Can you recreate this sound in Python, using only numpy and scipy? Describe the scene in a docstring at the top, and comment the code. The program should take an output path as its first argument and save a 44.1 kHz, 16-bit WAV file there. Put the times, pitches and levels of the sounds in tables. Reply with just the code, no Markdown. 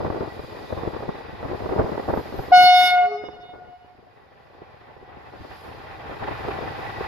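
"""One short blast from an electric locomotive's horns, about 80 m down the track in a station yard.
Air drives two diaphragms: the high horn sounds first, the low one speaks briefly as the valve closes,
and the yard echoes both. The locomotive rolls slowly closer, wheels rumbling and motors whining.
The microphone is a phone at the trackside: wind buffets its two ports, and its gain control ducks
under the blast and slowly recovers."""
import sys
import numpy as np
from scipy import signal
from scipy.fft import rfft, irfft, next_fast_len
from scipy.io import wavfile
from scipy.ndimage import uniform_filter1d, minimum_filter1d, map_coordinates

SR = 44100
rng = np.random.default_rng(int(sys.argv[2]) if len(sys.argv) > 2 else 0)


def transcribe(signal):
    """Save signal, clipped to [-1, 1], as a 16-bit WAV file at the path in sys.argv[1]."""
    frames = np.atleast_2d(signal).T
    limited = np.clip(frames, -1, 1)
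    pcm = np.round(limited * 32767).astype(np.int16)
    wavfile.write(sys.argv[1], SR, pcm)


N = 311787
T = np.arange(N) / SR
FREQS = np.arange(N // 2 + 1) * SR / N
SIDES = np.array([[1], [-1]])  # left port, right port

OPEN_S, CLOSE_S, STOP_S = 2.516, 2.877, 3.06  # the valve opens, starts to close, the overtones stop
ATTACK_S, BRASS_DB = 0.0071, -6

# The high horn's pitch, sagging with the air pressure. Each row: time in seconds, pitch in Hz.
HIGH_PITCH = [(2.516, 723), (2.535, 728.5), (2.6, 726.6), (2.7, 725.5), (2.85, 725.3), (2.93, 722.5),
              (3.05, 719), (3.2, 712)]
# The high horn's fundamental. Each row: time in seconds, relative level in dB.
FUNDAMENTAL_LEVEL = [(2.54, -7.5), (2.65, -12), (2.74, -11.5), (2.802, -14), (2.86, -19.5), (2.902, -28),
                     (2.924, -17.5), (2.98, -16), (3.046, -16.5), (3.082, -23.5), (3.104, -44),
                     (3.12, -25.5), (3.16, -28.5), (3.18, -55)]
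# Its brassy overtones. Each row: frequency in Hz, relative level in dB.
OVERTONES = [(1450, 2.5), (2180, 3.5), (2900, -1), (3630, 0), (4350, -2), (5080, -7.5), (5800, -19),
             (6530, -26.5), (7260, -32.5), (8000, -40.5), (8700, -33.5), (9430, -26.5), (10150, -22.5),
             (10900, -23.5), (11600, -27), (12340, -22.5), (13050, -25), (13800, -36.5), (15240, -42)]
# Overtones that briefly swell or sink. Each row: harmonic, centre and length in seconds, change in dB.
OVERTONE_SWELLS = [(2, 2.57, 0.18, 2.5), (2, 2.71, 0.17, -4.5), (3, 2.55, .08, -1.5),
                   (4, 2.93, 0.064, -8.5), (5, 2.58, 0.19, -3), (5, 2.78, 0.093, 1), (6, 2.66, .1, 6),
                   (6, 2.84, .07, -8)]
# The high horn's balance at the phone. Each row: frequency in Hz, left minus right in dB.
HORN_PAN = [(730, 1), (1450, 1), (2180, 1), (2900, -2), (3630, -3), (4350, -4), (5080, -7), (7000, -10),
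            (9400, -3), (13000, -4.5), (15000, -11)]
# The low horn's tone. Each row: harmonic, relative level in dB.
LOW_HARMONICS = [(1, -4.5), (2, -22.5), (3, -24.5), (4, -40)]
# Air rushing from the horn. Each row: frequency in Hz, relative level in dB.
AIR_SPECTRUM = [(300, -1.5), (700, 12.5), (1500, 3.5), (2500, 10), (3200, -2), (4200, 9), (5400, 0.5),
                (6200, -4.5), (8000, -28), (9800, -8), (12400, -1), (15000, -36)]
# Returns from house fronts and fences. Each row: delay in seconds, centre and width in Hz, gain in dB.
WALL_ECHOES = [(.172, 2400, 900, -15), (.385, 2940, 1100, -26), (.4, 5650, 1210, -28),
               (.55, 5500, 1000, -34), (.63, 3050, 1500, -32), (.64, 1450, 400, -30), (.69, 730, 200, -36),
               (1.05, 2898, 700, -45), (1.07, 730, 200, -46)]
# The ring of the yard. Each row: frequency in Hz, time to fall by 60 dB in seconds.
YARD_T60 = [(400, 0.8), (730, 2.4), (1500, 1.9), (3000, 1.45), (5000, 1.25), (8000, 1.3), (14000, .9)]
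# Wheels on rails, in three bands. Each row: frequency in Hz, relative level in dB.
RUMBLE_SPECTRUM = [(25, -19.5), (50, -4), (78, 2), (150, -6.5), (330, -14), (445, -3.5), (590, -6.5),
                   (810, 0), (1100, -7), (1400, -9.5), (1850, -8), (2150, -14.5), (2520, -14), (3000, -20)]
HISS_SPECTRUM = [(1500, 0.5), (2700, -1), (3400, 3.5), (4100, 3.5), (4800, 3), (5500, -3.5), (5900, -9),
                 (7300, -27), (8100, -34)]
SIZZLE_SPECTRUM = [(5000, -17), (7000, 1), (8200, -10.5), (9500, -2.5), (12500, -1.5), (14500, -4.5),
                   (16000, -16.5)]
# The course of the hiss and sizzle. Each row: time in seconds, gain in dB.
TREBLE_LEVEL = [(0, -0.5), (.65, 2.5), (1.3, -5), (1.6, 0.5), (2.4, 1.5), (3.9, -3), (4.35, -4), (5.15, -9),
                (5.5, 0), (6.05, -8), (6.4, -6.5), (7.07, -5.5)]
# Whine of blowers and traction motors. Each row: centre and width in Hz, relative level in dB.
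WHINE_BANDS = [(1942, 26, -3), (2470, 170, -10), (3720, 130, -18)]
# The course of that whine. Each row: time in seconds, gain in dB.
WHINE_LEVEL = [(0, 1), (1.1, 2), (2.4, -2), (4.5, -2), (5.7, -6), (6.3, -1), (7.07, 2)]
# Wheels ringing in a curve. Each row: centre and width in Hz, level in dB.
WHEEL_RINGS = [(1925, 40, -61), (2430, 110, -65), (3400, 80, -67), (3690, 100, -63.5), (3990, 80, -66),
               (4730, 140, -67)]
# Wheels singing on the rails. Each row: centre and length in seconds, pitch and width in Hz, level in dB.
SQUEALS = [(.7, 0.26, 6150, 220, -74), (1.848, 0.73, 6300, 300, -103), (2.173, 0.22, 12300, 300, -62.5),
           (2.406, 0.18, 12240, 228, -62), (2.307, 0.43, 6030, 256, -76), (5.628, 0.27, 11300, 3000, -62.5)]
# Wind on the microphone. Each row: frequency in Hz, relative level in dB.
WIND_SPECTRUM = [(18, -37), (35, -12), (60, 2), (100, 1.5), (180, -4.5), (300, -2), (420, 1.5), (600, -3),
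                 (850, -7), (1150, -12.5), (1500, -20), (2100, -29.5), (3000, -43.5), (6000, -63)]
# Gusts at the microphone. Each row: start and length in seconds, relative level in dB.
GUSTS = [(0, 0.27, -29.5), (0.69, 0.24, -34), (0.935, 0.24, -37), (1.417, 0.14, -31.5), (1.601, 0.26, -28),
         (1.868, 0.095, -27.5), (2.073, 0.14, -25), (2.258, 0.15, -36), (2.532, 0.14, -18.5),
         (2.754, 0.41, -31), (3.21, 0.495, -30.5), (4.535, 0.92, -68), (6.067, 0.285, -34),
         (6.438, 0.21, -34)]
# The hardest eddies at the ports. Each row: time in seconds, relative level and left minus right in dB.
BUFFETS = [(.005, -22.5, 2), (0.065, -23, -5), (0.104, -19.5, -5), (0.126, -25, 7), (.148, -25, -4),
           (0.164, -26, -2), (0.21, -23, 1), (.243, -32, 7), (0.276, -30, 11), (.396, -27.5, 2),
           (0.727, -21.5, 1), (0.756, -42, -9), (.835, -24, -7), (0.877, -21.5, 2), (0.94, -31, 2),
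           (1.027, -25, -5), (1.091, -18.5, -3), (1.21, -41, 17), (1.488, -33, -10), (1.535, -28, 7),
           (1.661, -22, -3), (1.694, -21, -4), (1.796, -12.5, -2.5), (1.838, -32, -3), (1.92, -22.5, 1),
           (1.979, -21.5, -7.5), (1.999, -20, -2), (2.109, -30, -6), (2.14, -21.5, -10), (2.174, -18.5, 3),
           (2.196, -24, -1), (2.345, -31, 14), (2.394, -24.5, 0), (2.643, -19.5, 0), (2.841, -16, -1),
           (3.24, -16, -16), (3.288, -16, -17), (3.494, -26, 4), (3.69, -29, 2), (4.621, -24.5, 0),
           (4.742, -31, 2), (4.967, -33, -7), (5.03, -33, 3), (5.171, -29, 0), (5.414, -41, 12),
           (5.449, -26.5, 5), (6.098, -24.5, 4), (6.226, -20, 2), (6.286, -19.5, -2), (6.402, -39, -2),
           (6.487, -22.5, -7), (6.588, -30.5, 11), (7.011, -24.5, -4)]
# Deep thumps of wind. Each row: time in seconds, level in dB.
THUMPS = [(0.059, -28.5), (1.091, -32.5), (1.34, -35.5), (1.84, -24), (2.394, -25.5), (3.4, -37),
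          (3.5, -38), (3.69, -35), (5.029, -35), (5.412, -27)]


def horns(low_hz=417, high_jitter=.0005, low_jitter=0.0045, whistle_db=-20, beat_hz=30):
    """Two diaphragm horns on one air pipe, each wavering slightly in pitch."""
    high_phase = 2 * np.pi * np.cumsum(curve(HIGH_PITCH) * (1 + high_jitter * walk(92))) / SR
    low_phase = 2 * np.pi * np.cumsum(low_hz * (1 + low_jitter * walk(40))) / SR
    low_gain = low_envelope()
    high = high_horn(high_phase, low_phase, low_gain)
    low = low_gain * sum(undb(db) * np.sin(k * low_phase) for k, db in LOW_HARMONICS)
    # a thin side tone beats against the seventh harmonic
    whistle = undb(whistle_db) * high_envelope(7) * np.cos(7 * high_phase - 2 * np.pi * beat_hz * T)
    return high + whistle + air_rush(high_phase) + low


def high_horn(phase, low_phase, low_gain, flutter_db=.75, port_lag_s=.000085, lag_top_hz=4700):
    """The high horn at the two ports: brassy at full pressure, its top harmonics fluttering most."""
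    # the low horn shakes the shared air supply, which puts a sum tone above each harmonic
    shake = .1 * low_gain ** 0.51
    pitch = np.median(np.transpose(HIGH_PITCH)[1])
    sound = 0
    for k in range(1, 22):
        hz = k * pitch
        db = at(OVERTONES, hz) + flutter_db * np.sqrt(k - 1) * walk(30) if k > 1 else 0
        lag_rad = 2 * np.pi * hz * port_lag_s * (hz < lag_top_hz)
        wander_rad = .2 * np.sqrt(k) * walk(7.01)  # moving air shifts the arrival at the ports
        angle = k * phase - SIDES * (lag_rad + wander_rad) / 2
        tone = np.cos(angle) + min(k, 2) * shake * np.cos(angle + low_phase)
        sound = sound + high_envelope(k) * undb(db + SIDES * at(HORN_PAN, hz) / 2) * tone
    return sound


def high_envelope(order, fundamental_db=21, ring_out_s=0.0064):
    """One harmonic's envelope: higher ones bloom later and fade faster as the pressure drops."""
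    bloom = 1 - np.exp(-(since(OPEN_S) / (ATTACK_S * order ** 0.75)) ** 2)
    if order == 1:
        ring_out = np.exp(-since(FUNDAMENTAL_LEVEL[-1][0]) / ring_out_s)
        return bloom * undb(fundamental_db + curve(FUNDAMENTAL_LEVEL)) * ring_out
    fade_db = 214 * min((order - 1) / 5, 1.15) ** 1.25 * since(CLOSE_S)
    # in mid-blast the harmonics above the sixth dip, and the even ones weaken to a hollow tone
    middle_s = 2.73
    dip_db = -0.6 * np.clip(2 * (order - 6), 0, 14) * bell(middle_s, 0.065)
    hollow_db = -2.5 * (order % 2 == 0) * np.clip(.5 + (T - middle_s) / 0.26, 0, 1)
    swell_db = sum(db * bell(s, length / 2) for k, s, length, db in OVERTONE_SWELLS if k == order)
    ring_out = np.exp(-since(STOP_S) / ring_out_s)
    return bloom * undb(BRASS_DB + dip_db + hollow_db + swell_db - fade_db) * ring_out


def low_envelope(peak_s=3.124, peak_db=-4.5, hum_db=-47.5, rise_db_per_s=171.5, fall_db_per_s=83):
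    """The low horn hums faintly during the blast, swells as the valve closes and dies away."""
    swell = undb(peak_db - rise_db_per_s * np.maximum(peak_s - T, 0))
    hum = undb(hum_db) * np.minimum(since(OPEN_S) / 0.18, 1)
    return (swell + hum) * undb(-fall_db_per_s * since(peak_s)) * (T > OPEN_S)


def air_rush(phase, gain_db=-14.5, split_hz=6800, rasp_db=1.8, fade_db_per_s=70, fall_s=.07):
    """Air sputters out in one puff per cycle of the diaphragm; its finest hiss needs full pressure."""
    puffs = unit((1 + .5 * np.cos(phase)) * undb(rasp_db * walk(140)))
    air = noise(shape(AIR_SPECTRUM) * ripple(3, 220), 0.4)
    body = lowpass(air, split_hz, 12)
    rise = 1 - np.exp(-(since(OPEN_S) / ATTACK_S) ** 2)
    flow = rise * undb(BRASS_DB - fade_db_per_s * since(CLOSE_S)) * np.exp(-since(STOP_S) / fall_s)
    return undb(gain_db) * puffs * (body * flow + (air - body) * high_envelope(14))


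def walls(blast, flutter_db=4.5):
    """Distinct returns from house fronts and fences, fluttering in the moving air."""
    echoes = 0
    for s, hz, width, db in WALL_ECHOES:
        gain = undb(db + flutter_db * np.minimum(walk(26), 1.2))
        echoes = echoes + gain * colour(delayed(blast, s), resonance(hz, width))
    return echoes


def yard(blast, wet_db=-18.3, treble_hz=8000, paths=5):
    """Scattered echoes from around the yard; moving air makes each path fade in and out."""
    echoes = 0
    for _ in range(paths):
        echo = signal.fftconvolve(blast, scatter(), axes=1)[:, :N]
        echoes = echoes + echo * np.array([walk(28), walk(20)])
    # air and grass swallow the treble on the longer paths
    return lowpass(echoes, treble_hz, 2) * undb(wet_db) / np.sqrt(paths)


def scatter(build_s=0.075):
    """Response of masts, wagons and houses: it builds up, then dies, the midrange last."""
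    t, tail = T[:2 * SR], 0
    freqs = np.maximum(np.arange(SR + 1) / 2, 1)
    for hz in 250 * 2. ** np.arange(7):
        octave = np.sqrt(np.clip(1 - np.abs(np.log2(freqs / hz)), 0, 1))
        band = irfft(rfft(rng.standard_normal((2, len(t)))) * octave)
        tail = tail + band * np.exp(-np.log(1000) * t / at(YARD_T60, hz))
    return tail * (1 - np.exp(-(t / build_s) ** 2)) * np.sqrt(10 / SR)


def far_echo(x, delay_s=1.95, gain_db=-30, top_hz=1000):
    """A faint, dull return from far off, long after the blast."""
    return undb(gain_db) * lowpass(delayed(x, delay_s), top_hz, 4)


def locomotive(start_m=109.2, speed_m_s=10.39, mic_to_track_m=4.2, gain_db=-13.5):
    """Wheels and motors grow louder as the distance to the microphone shrinks."""
    distance_m = np.hypot(start_m - speed_m_s * T, mic_to_track_m)
    switch_db = 3 * bell(6.32, 0.28)  # the wheels run over a switch
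    return undb(gain_db + switch_db) / distance_m * (wheels() + motor_whine())


def wheels(rumble_db=11, sizzle_db=-17):
    """Wheels rumble, hiss and sizzle on the rails; the treble leans to the right."""
    treble_db = curve(TREBLE_LEVEL)
    rumble = noise(shape(RUMBLE_SPECTRUM) * ripple(1.83, 34.71), 0.16)
    rumble *= undb(rumble_db + 0.95 * walk(15) + 1.6 * walk(70))
    hiss = noise(shape(HISS_SPECTRUM) * ripple(2.9, 55.23), 0.19)
    hiss *= undb(treble_db + walk(2.8) - SIDES)
    sizzle = noise(shape(SIZZLE_SPECTRUM), 0.13)
    sizzle *= undb(treble_db + sizzle_db + 0.72 * walk(31) - 6.84 * SIDES)
    return rumble + hiss + sizzle


def motor_whine(gain_db=-3):
    """Blowers and traction motors whine in narrow bands."""
    power = sum((undb(db) * resonance(hz, width)) ** 2 / width for hz, width, db in WHINE_BANDS)
    return undb(gain_db + curve(WHINE_LEVEL)) * noise(np.sqrt(power), 0.58)


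def wheel_rings(centre_s=.6, length_s=1.9):
    """A curve in the track rubs the wheels into several wavering, metallic tones."""
    rings = sum(noise(resonance(hz, width), .7) * undb(db + 2.5 * walk(9))
                for hz, width, db in WHEEL_RINGS)
    return rings * bell(centre_s, length_s / 2)


def squeals():
    """Wheels sing on the rails: thin, faint tones that swell and fade."""
    return sum(noise(resonance(hz, width), 0.98) * undb(db) * bell(s, length / 2)
               for s, length, hz, width, db in SQUEALS)


def wind(bass_hz=230):
    """Turbulence right at the microphone: gusts broken into eddies, with single hard buffets."""
    swirl = gusts() * (.3 + .7 * eddies())
    left, right = noise(shape(WIND_SPECTRUM), 0.17) * np.hypot(swirl, buffets())
    # the right port is more sheltered: its bass is weaker and comes and goes
    bass_loss = 1 - undb(-9.5 + 4.6 * walk(5))
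    return np.array([left, right - bass_loss * lowpass(right, bass_hz, 4)])


def gusts(breeze_db=-40, edge_s=0.05):
    """Envelope of a light breeze and of gusts that rise, hold and drop."""
    strength = sum(undb(db) * np.clip(.5 + np.minimum(T - s, s + length - T) / edge_s, 0, 1)
                   for s, length, db in GUSTS)
    return np.hypot(undb(breeze_db), strength) * undb(walk(26))


def eddies(per_s=130, spread_db=2.2, fall_s=0.0064):
    """Envelope of small eddies that hit the ports at random: mostly weak, a few hard."""
    hits = (rng.random(N) < per_s / SR) * undb(spread_db * np.minimum(rng.exponential(size=N), 3))
    decays = signal.lfilter([1], [1, -np.exp(-1 / (fall_s * SR))], hits)
    return uniform_filter1d(decays, SR // 700)


def buffets(gain_db=1, rise_s=0.0035, fall_s=0.0067):
    """Envelope of the hardest eddies: each hits quickly and dies more slowly."""
    return sum(undb(db + gain_db + SIDES * pan / 2)
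               * np.where(T < s, bell(s, rise_s), np.exp(-since(s) / fall_s)) for s, db, pan in BUFFETS)


def thumps(centre_hz=110, width_hz=300):
    """Large, slow eddies press on the ports: bass only."""
    pressure = sum(undb(db) * bell(s, 0.015) for s, db in THUMPS)
    return noise(resonance(centre_hz, width_hz), .4) * pressure


def undb(db):
    """Decibels to gain."""
    return 10 ** (np.asarray(db) / 20)


def unit(x):
    """Scale to rms 1."""
    return x / np.sqrt(np.mean(x ** 2))


def since(s):
    """Seconds since a moment; 0 before it."""
    return np.maximum(T - s, 0)


def bell(centre_s, half_width_s):
    """A smooth rise to 1 and fall around a moment."""
    return np.exp(-((T - centre_s) / half_width_s) ** 2)


def curve(points):
    """Join (seconds, value) points into a line through time."""
    return np.interp(T, *np.transpose(points))


def walk(rate):
    """Smooth random drift that changes about rate times a second; rms 1."""
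    return unit(map_coordinates(rng.standard_normal(4096), [T * rate], order=2, mode="wrap"))


def at(points, hz):
    """Read (Hz, value) points on a log-frequency axis."""
    f, v = np.transpose(points)
    return np.interp(np.log(np.maximum(hz, 1)), np.log(f), v)


def shape(points):
    """Gain of a (Hz, dB) spectrum, falling steeply above its last point."""
    return undb(at(points, FREQS)) / (1 + (FREQS / (1.3 * points[-1][0])) ** 8)


def resonance(hz, width_hz):
    """Gain of a steep-sided resonance."""
    return 1 / (1 + ((FREQS - hz) / (width_hz / 2)) ** 2)


def ripple(depth_db, spacing_hz):
    """Gain of many close, irregular resonances, as in wheels and rails."""
    bumps = map_coordinates(rng.standard_normal(4096), [FREQS / spacing_hz], order=2, mode="wrap")
    return undb(depth_db * bumps)


def noise(gain, shared):
    """Coloured stereo noise at rms 1; the shared part of its power is common to both ports."""
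    white = rng.standard_normal((3, N))
    return unit(colour(np.sqrt(1 - shared) * white[:2] + np.sqrt(shared) * white[2], gain))


def colour(x, gain):
    """Filter by a gain given at FREQS."""
    size = next_fast_len(N, True)
    bin_gain = np.interp(np.arange(size // 2 + 1) * SR / size, FREQS, gain)
    return irfft(rfft(x, size) * bin_gain, size)[..., :N]


def lowpass(x, hz, order):
    """Roll off above hz by 6 dB an octave per order."""
    return colour(x, 1 / (1 + (FREQS / hz) ** order))


def delayed(x, s):
    """The same sound, s seconds later."""
    return np.pad(x, ((0, 0), (int(s * SR), 0)))[:, :N]


def scene():
    """From the trackside: horns and echoes over the approaching locomotive and the wind."""
    blast = horns()
    echoes = yard(blast)
    horns_in_yard = blast + walls(blast) + echoes + far_echo(echoes)
    return horns_in_yard + locomotive() + squeals() + wheel_rings() + wind() + thumps()


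def record(dry, ceiling=.99, hold_s=1.5, release_db_per_s=6.7, top_hz=15700):
    """The phone's gain control ducks just ahead of a peak, holds, then recovers; the top is cut."""
    attack, hold = SR // 200, int(hold_s * SR)
    over_db = 20 * np.log10(np.maximum(np.abs(dry).max(axis=0) / ceiling, 1))
    ahead_db = -minimum_filter1d(-over_db, 2 * attack)
    held_db = -minimum_filter1d(-ahead_db, hold | 1, origin=hold // 2)
    ramp_db = release_db_per_s * T
    duck_db = uniform_filter1d(np.maximum.accumulate(held_db + ramp_db) - ramp_db, attack)
    top_cut = signal.ellip(10, .2, 80, top_hz, fs=SR, output="sos")
    return signal.sosfilt(top_cut, dry * undb(-duck_db))


dry = scene()
out = record(dry)
transcribe(out)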